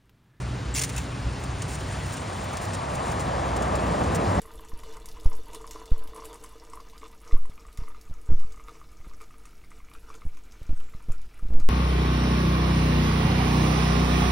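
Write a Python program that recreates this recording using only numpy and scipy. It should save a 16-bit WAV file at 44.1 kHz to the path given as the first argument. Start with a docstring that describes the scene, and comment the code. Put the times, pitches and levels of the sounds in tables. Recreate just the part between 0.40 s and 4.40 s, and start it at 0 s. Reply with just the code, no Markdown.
"""A shallow river rushes over stones, heard from the bank: turbulence makes broadband noise, and small
bubbles ring as damped oscillators. A faint low hum lies under the water, with one soft bump.
Close by, something rustles, probably a sleeve: its fibres stick and slip in dense tiny clicks,
making one brief scrape with squeaks, then small scuffs and crisp ticks.
A deeper roar swells through the second half."""
import sys
import numpy as np
from scipy import signal
from scipy.fft import rfft, irfft
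from scipy.io import wavfile

SR = 44100
rng = np.random.default_rng(int(sys.argv[2]) if len(sys.argv) > 2 else 0)


def dump_mix(stems):
    """Bounce the given channels to the path in sys.argv[1] as a 16-bit WAV at rate SR."""
    frames = np.atleast_2d(stems).T  # one column per channel
    limited = np.clip(frames, -1, 1)  # hard clip at full scale
    pcm = np.round(limited * 32767).astype(np.int16)
    wavfile.write(sys.argv[1], SR, pcm)


N = 176400
T = np.arange(N) / SR
HZ = np.maximum(np.fft.rfftfreq(N, 1 / SR), 1)


def from_db(db):
    """Amplitude ratio: a factor of ten for every 20 dB."""
    return 10 ** (np.asarray(db) / 20)


def unit_rms(x):
    """Normalisation to unit mean power."""
    return x / np.sqrt(np.mean(x ** 2) + 1e-20)


def in_time(rows):
    """Linear interpolation of each column over time."""
    time_s, *columns = np.transpose(rows)
    return [np.interp(T, time_s, column) for column in columns]


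def at_hz(points):
    """Interpolation of a spectrum over log frequency."""
    hz, value = np.transpose(points)
    return np.interp(np.log(HZ), np.log(hz), value)


def drift(corner_hz):
    """Low-passed noise: a slow random fluctuation of unit RMS."""
    step = 40
    pole = np.exp(-2 * np.pi * corner_hz * step / SR)
    noise = rng.standard_normal(N // step + 2002)
    slow = signal.lfilter([1], [1, -2 * pole, pole * pole], noise)[2000:]
    return np.interp(np.arange(N) / step, np.arange(len(slow)), unit_rms(slow))


def resonance(x, hz, width_hz):
    """A two-pole resonator passes a narrow band, with unit gain at its peak."""
    r = np.exp(-np.pi * width_hz / SR)
    feedback = [1, -2 * r * np.cos(2 * np.pi * hz / SR), r * r]
    return signal.lfilter((1 - r * r) / 2 * np.array([1, 0, -1]), feedback, x + 1e-18)


def impulses(per_s, spread_db):
    """Shot noise: independent clicks of random size and sign."""
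    sizes = from_db(spread_db * np.minimum(rng.exponential(1, N), 5)) * rng.choice([-1, 1], N)
    return sizes * (rng.random(N) < per_s / SR)


# Stereo balance of rush, roar and friction: frequency_hz, left_minus_right_db
BALANCE = [(170, 0), (370, -2.4), (680, -2), (850, 0), (1130, 7), (1270, 6.8), (1500, .9), (2000, 0)]
# Left-right coherence of rush, rustle and ticks: frequency_hz, coherence_ratio
COHERENCE = [(100, .995), (350, .95), (530, .65), (900, .5), (1200, .62), (1600, .98), (7300, .94),
             (9000, .98)]
# Phase lead of rush, roar, rustle and ticks: frequency_hz, left_lead_rad
LEAD = [(60, .1), (300, .35), (480, 1.05), (830, 2.05), (1100, 1.8), (1330, -.1), (2100, 0), (3400, .65),
        (4600, .45), (5400, 0)]
def stereo(mid, side, spectrum, coherence, lead, sideways=1):
    """Partial coherence gives two noises width; phase and level cues, times sideways, give direction."""
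    alike = np.clip(at_hz(coherence), 0, 1)
    pair = np.sqrt(1 + alike) * rfft(mid) + np.sqrt(1 - alike) * rfft(side) * [[1], [-1]]
    halves = sideways * np.array([[.5], [-.5]])
    direction = np.exp(1j * halves * at_hz(lead)) * from_db(halves * at_hz(BALANCE))
    out = irfft(pair * from_db(at_hz(spectrum)) * direction / np.abs(direction.mean(axis=0)), N)
    return out / np.std(out.mean(axis=0))


def turbulence(spectrum, coherence, sideways, flicker_db, flicker_hz):
    """Turbulent noise: each half octave fluctuates independently in level."""
    white, out = rfft(rng.standard_normal((2, N))), 0
    band = np.floor(2 * np.log2(np.maximum(HZ, 64)))
    for k in np.unique(band):
        out = out + irfft(white * (band == k), N) * from_db(flicker_db * drift(flicker_hz))
    return stereo(*out, spectrum, coherence, LEAD, sideways)


# Spectral density of the rushing water: frequency_hz, relative_db
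RUSH_SPECTRUM = [(25, -22), (38, -10.5), (65, -4), (130, -2), (200, -10), (350, -14.5), (650, -17),
                 (1200, -19), (2400, -25), (4500, -30.5), (7200, -36), (9200, -36.5), (10700, -63),
                 (16000, -78)]
# Envelope of the rush: time_s, level_db
RUSH_LEVEL = [(0, -35.5), (.8, -34), (1.7, -33), (2.5, -33), (4, -31.5)]
def rush():
    """Turbulent flow over stones radiates steady broadband noise."""
    noise = turbulence(RUSH_SPECTRUM, COHERENCE, sideways=.58, flicker_db=.96, flicker_hz=15.6)
    return from_db(in_time(RUSH_LEVEL)[0]) * noise


def bubbles(level_db=-54, t60_cycles=21):
    """Bubbles in the riffles ring as damped oscillators, each at one of twenty pitches."""
    clicks = impulses(per_s=1000, spread_db=-1)
    pitch_index, out = rng.integers(0, 20, N), 0
    for k, hz in enumerate(np.geomspace(600, 4500, 20)):
        r = from_db(-60 * hz / (t60_cycles * SR))
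        w = 2 * np.pi * hz / SR
        kicks = clicks * (pitch_index == k) + 1e-18
        out = out + signal.lfilter([np.sin(w), -np.sin(w)], [1, -2 * r * np.cos(w), r * r], kicks) / w
    return from_db(level_db) * unit_rms(out)


# Partials of the hum, lowest first: pitch_hz
HUM_PITCHES = [61.7, 95.9, 123.2, 278]
# Their envelopes: time_s, first_db, second_db, third_db, fourth_db
HUM_LEVELS = [(0, -38, -47, -36, -56), (.7, -37.5, -46, -37.5, -47), (1.2, -40.5, -43, -43, -51.5),
              (2.4, -51.5, -42.5, -55, -62), (3, -35, -48, -55, -52), (4, -36, -32.5, -50, -58)]
# Modulation of the lowest partial: time_s, depth_ratio
THROB_DEPTH = [(.9, .85), (1.2, 0.064)]
def hum(waver_db=2, wander_hz=1.5, throb_hz=3.8, throb_peak_s=.075):
    """Amplitude and frequency modulation: four low partials waver, and the lowest throbs at first."""
    partials = []
    for hz, db in zip(HUM_PITCHES, in_time(HUM_LEVELS)):
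        amplitude = np.sqrt(2) * from_db(db + waver_db * drift(14))
        phase = 2 * np.pi * np.cumsum(hz + wander_hz * drift(7.7)) / SR
        partials.append(amplitude * np.sin(phase))
    throb = 1 + in_time(THROB_DEPTH)[0] * np.cos(2 * np.pi * throb_hz * (T - throb_peak_s))
    return partials[0] * throb + sum(partials[1:])


def stroke(start_s, length_s, level_db, attack_s=.00079, release_s=.0066):
    """Amplitude envelope of one rub: linear rise, hold and exponential decay."""
    rise = np.clip((T - start_s) / attack_s, 0, 1)
    decay = np.exp(-np.clip((T - start_s - length_s) / release_s, 0, 20))
    return from_db(level_db) * rise * decay


SLIPS_PER_S, SLIP_SPREAD_DB = 9000, 2
# Resonances excited by rubbing: pitch_hz, width_hz, boost_db
RUB_MODES = [(2130, 160, 4), (2720, 160, 3.5), (5620, 290, 2), (6750, 310, 2.5), (8830, 120, 3.5)]
def fibre_slips():
    """Stick-slip friction: fibres release in tiny clicks that excite narrow resonances."""
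    clicks = impulses(SLIPS_PER_S, SLIP_SPREAD_DB)
    return clicks + sum((from_db(db) - 1) * resonance(clicks, hz, width) for hz, width, db in RUB_MODES)


def friction(power, spectrum, coherence=COHERENCE, lead=LEAD):
    """Friction noise in stereo, its amplitude the square root of its power."""
    return np.sqrt(power) * stereo(fibre_slips(), fibre_slips(), spectrum, coherence, lead)


# Envelope of the faint rustle: time_s, level_db
RUSTLE_LEVEL = [(0, -53), (.33, -64), (.46, -47.5), (.62, -47.5), (.72, -56), (1.1, -53), (1.32, -48),
                (2.25, -50), (2.45, -53.5), (2.65, -46.5), (3, -52.5), (4, -48)]
# Thin scuffs and ticks: start_s, length_s, body_db, top_db
TICKS = [(1.037, .004, -39.5, -52), (1.219, 0.0037, -32.5, -50), (1.28, 0.078, -43.5, -55),
         (1.661, .008, -45, -53), (1.723, .02, -41.5, -51), (1.768, .006, -40, -57), (2.04, .005, -45, -49),
         (2.131, .006, -41, -54), (2.169, 0.0037, -35.5, -48), (2.214, 0.043, -43, -52),
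         (2.332, .020, -37.5, -57), (2.55, .006, -37.5, -52), (2.794, 0.018, -39.5, -53),
         (3.163, .007, -37, -51), (3.22, 0.0086, -39, -53), (3.353, .008, -37.5, -52),
         (3.747, .013, -35, -43)]
# Spectral density of the body of rustle and ticks: frequency_hz, relative_db
BODY_SPECTRUM = [(1500, -3), (4700, -5.5), (5600, -1), (6600, -1), (7700, 4), (9200, 3.5), (10000, -8),
                 (10800, -24), (15500, -35)]
# Spectral density of their crisp top: frequency_hz, relative_db
TOP_SPECTRUM = [(7000, -30), (10500, -6), (15500, 4)]
def rustle_and_ticks(flicker_db=2, top_relative_db=-16, top_flicker_db=3):
    """Incoherent sources add in power: brief rubs of cloth stand out over a continuous rustle."""
    rustle = from_db(in_time(RUSTLE_LEVEL)[0] + flicker_db * drift(21))
    rustle_top = rustle * from_db(top_relative_db + top_flicker_db * drift(16))
    body_power = rustle ** 2 + sum(stroke(s, length, db) ** 2 for s, length, db, _ in TICKS)
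    top_power = rustle_top ** 2 + sum(stroke(s, length, db) ** 2 for s, length, _, db in TICKS)
    return friction(body_power, BODY_SPECTRUM) + friction(top_power, TOP_SPECTRUM)


# Strokes that catch and ring: start_s, length_s, level_db, pitch_hz
SQUEAKS = [(0.34, .006, -33, 7500), (0.37, 0.011, -39, 2680), (.577, .004, -36.5, 7680),
           (.568, .03, -44, 2600)]
def squeaks(width_hz=120):
    """Forced resonance: the slips of each stroke drive one narrow mode."""
    out = 0
    for start_s, length_s, db, hz in SQUEAKS:
        clicks = impulses(SLIPS_PER_S, SLIP_SPREAD_DB)
        steady_rms = np.std(resonance(clicks, hz, width_hz))
        out = out + resonance(stroke(start_s, length_s, db) * clicks, hz, width_hz) / steady_rms
    return out


# Strokes of the scrape: start_s, length_s, level_db
SCRAPES = [(.348, 0.015, -31.5), (.362, .011, -29.5), (.377, .008, -27), (.392, 0.0054, -26),
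           (.408, 0.0033, -34), (.415, 0.0091, -27), (.434, 0.0055, -26), (.443, .008, -33.5),
           (.493, 0.0043, -35.5), (.562, 0.0052, -34.5), (.578, .005, -31.5), (.599, .003, -44),
           (2.716, .004, -39.5)]
# Its spectral density: frequency_hz, relative_db
SCRAPE_SPECTRUM = [(300, -18), (1300, -12), (2000, -3.5), (4200, -4), (6500, -0.5), (7700, -0.5),
                   (9000, 0.5), (10000, -6), (10800, -16.5), (15500, -13)]
# Its left-right coherence: frequency_hz, coherence_ratio
SCRAPE_COHERENCE = [(2000, .97), (6500, .9), (8800, .68)]
# Its phase lead: frequency_hz, left_lead_rad
SCRAPE_LEAD = [(2100, 0), (6500, .35), (8400, 2.1), (10500, .3), (15000, -1)]
def scrape():
    """Sliding friction: quick strokes of cloth give bursts of broadband noise."""
    power = sum(stroke(*row) ** 2 for row in SCRAPES)
    return friction(power, SCRAPE_SPECTRUM, SCRAPE_COHERENCE, SCRAPE_LEAD)


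def bump(start_s=.865, pitch_hz=66, level_db=-18.5, t60_s=.13):
    """An exponentially damped sinusoid makes one soft, deep knock."""
    age_s = np.maximum(T - start_s, 0)
    decay = np.exp(-np.log(1000) * age_s / t60_s)
    return from_db(level_db) * decay * np.sin(2 * np.pi * pitch_hz * age_s)


# Spectral densities of the roar's middle and deep ranges: frequency_hz, relative_db
MIDDLE_SPECTRUM = [(250, -10.5), (420, -6), (600, 4), (850, -0.5), (1150, 0.5), (1450, -9.5), (1800, -8),
                   (2600, -19), (4500, -36), (9000, -77)]
DEEP_SPECTRUM = [(25, -12), (40, -27), (70, 1), (120, -2.5), (170, 2.5), (230, -2.5), (330, -6.5),
                 (450, -6), (700, -11), (1500, -61)]
# Their envelopes: time_s, level_db
MIDDLE_LEVEL = [(0, -71), (1.2, -52.5), (1.8, -43), (2.3, -37.5), (2.8, -33.5), (3.3, -31.5), (3.7, -32),
                (4, -30.5)]
DEEP_LEVEL = [(0, -47), (2.2, -57), (2.7, -35), (3.2, -32), (3.8, -26.5), (4, -28)]
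# Their left-right coherence: frequency_hz, coherence_ratio
ROAR_COHERENCE = [(100, .995), (250, .97), (400, .9), (1100, .9), (1280, .7), (1700, .98), (3300, .93)]
# Brief surges and lulls: centre_s, gain_db
SURGES = [(3.10, -1.5), (3.23, 1.5), (3.57, -1.5), (3.615, 3)]
def roar(surge_width_s=.014):
    """Turbulent noise swells from the left, its middle range first and its bass later."""
    middle = turbulence(MIDDLE_SPECTRUM, ROAR_COHERENCE, sideways=1, flicker_db=-.05, flicker_hz=5.2)
    deep = turbulence(DEEP_SPECTRUM, ROAR_COHERENCE, sideways=.98, flicker_db=.1, flicker_hz=16)
    swell = from_db(in_time(MIDDLE_LEVEL)[0]) * middle + from_db(in_time(DEEP_LEVEL)[0]) * deep
    surge_db = sum(db * np.exp(-((T - s) / surge_width_s) ** 2) for s, db in SURGES)
    return from_db(surge_db) * swell


def scene():
    """Superposition: the pressures of all sources add."""
    return rush() + bubbles() + hum() + rustle_and_ticks() + squeaks() + scrape() + bump() + roar()


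def record(dry, notch_hz=8256, notch_width_hz=340, rim_width_hz=410, low_hz=29, high_hz=15780):
    """Zero-phase filtering cuts a treble notch with a raised rim, the deepest bass and the very top."""
    hz = np.fft.rfftfreq(2 * N, 1 / SR)
    notch_db = -33.5 * np.exp(-((hz - notch_hz) / notch_width_hz) ** 4)
    rim_db = 3.5 * np.exp(-((hz - notch_hz) / rim_width_hz) ** 2)
    low_pass = 1 / np.sqrt(1 + (hz / high_hz) ** 500)
    high_pass = (hz / low_hz) ** 5 / np.sqrt(1 + (hz / low_hz) ** 10)
    fade = np.clip(np.minimum(T, T[-1] - T) / .002, 0, 1)
    return irfft(rfft(dry * fade, 2 * N) * from_db(notch_db + rim_db) * high_pass * low_pass)[:, :N]


dry = scene()
out = record(dry)
dump_mix(out)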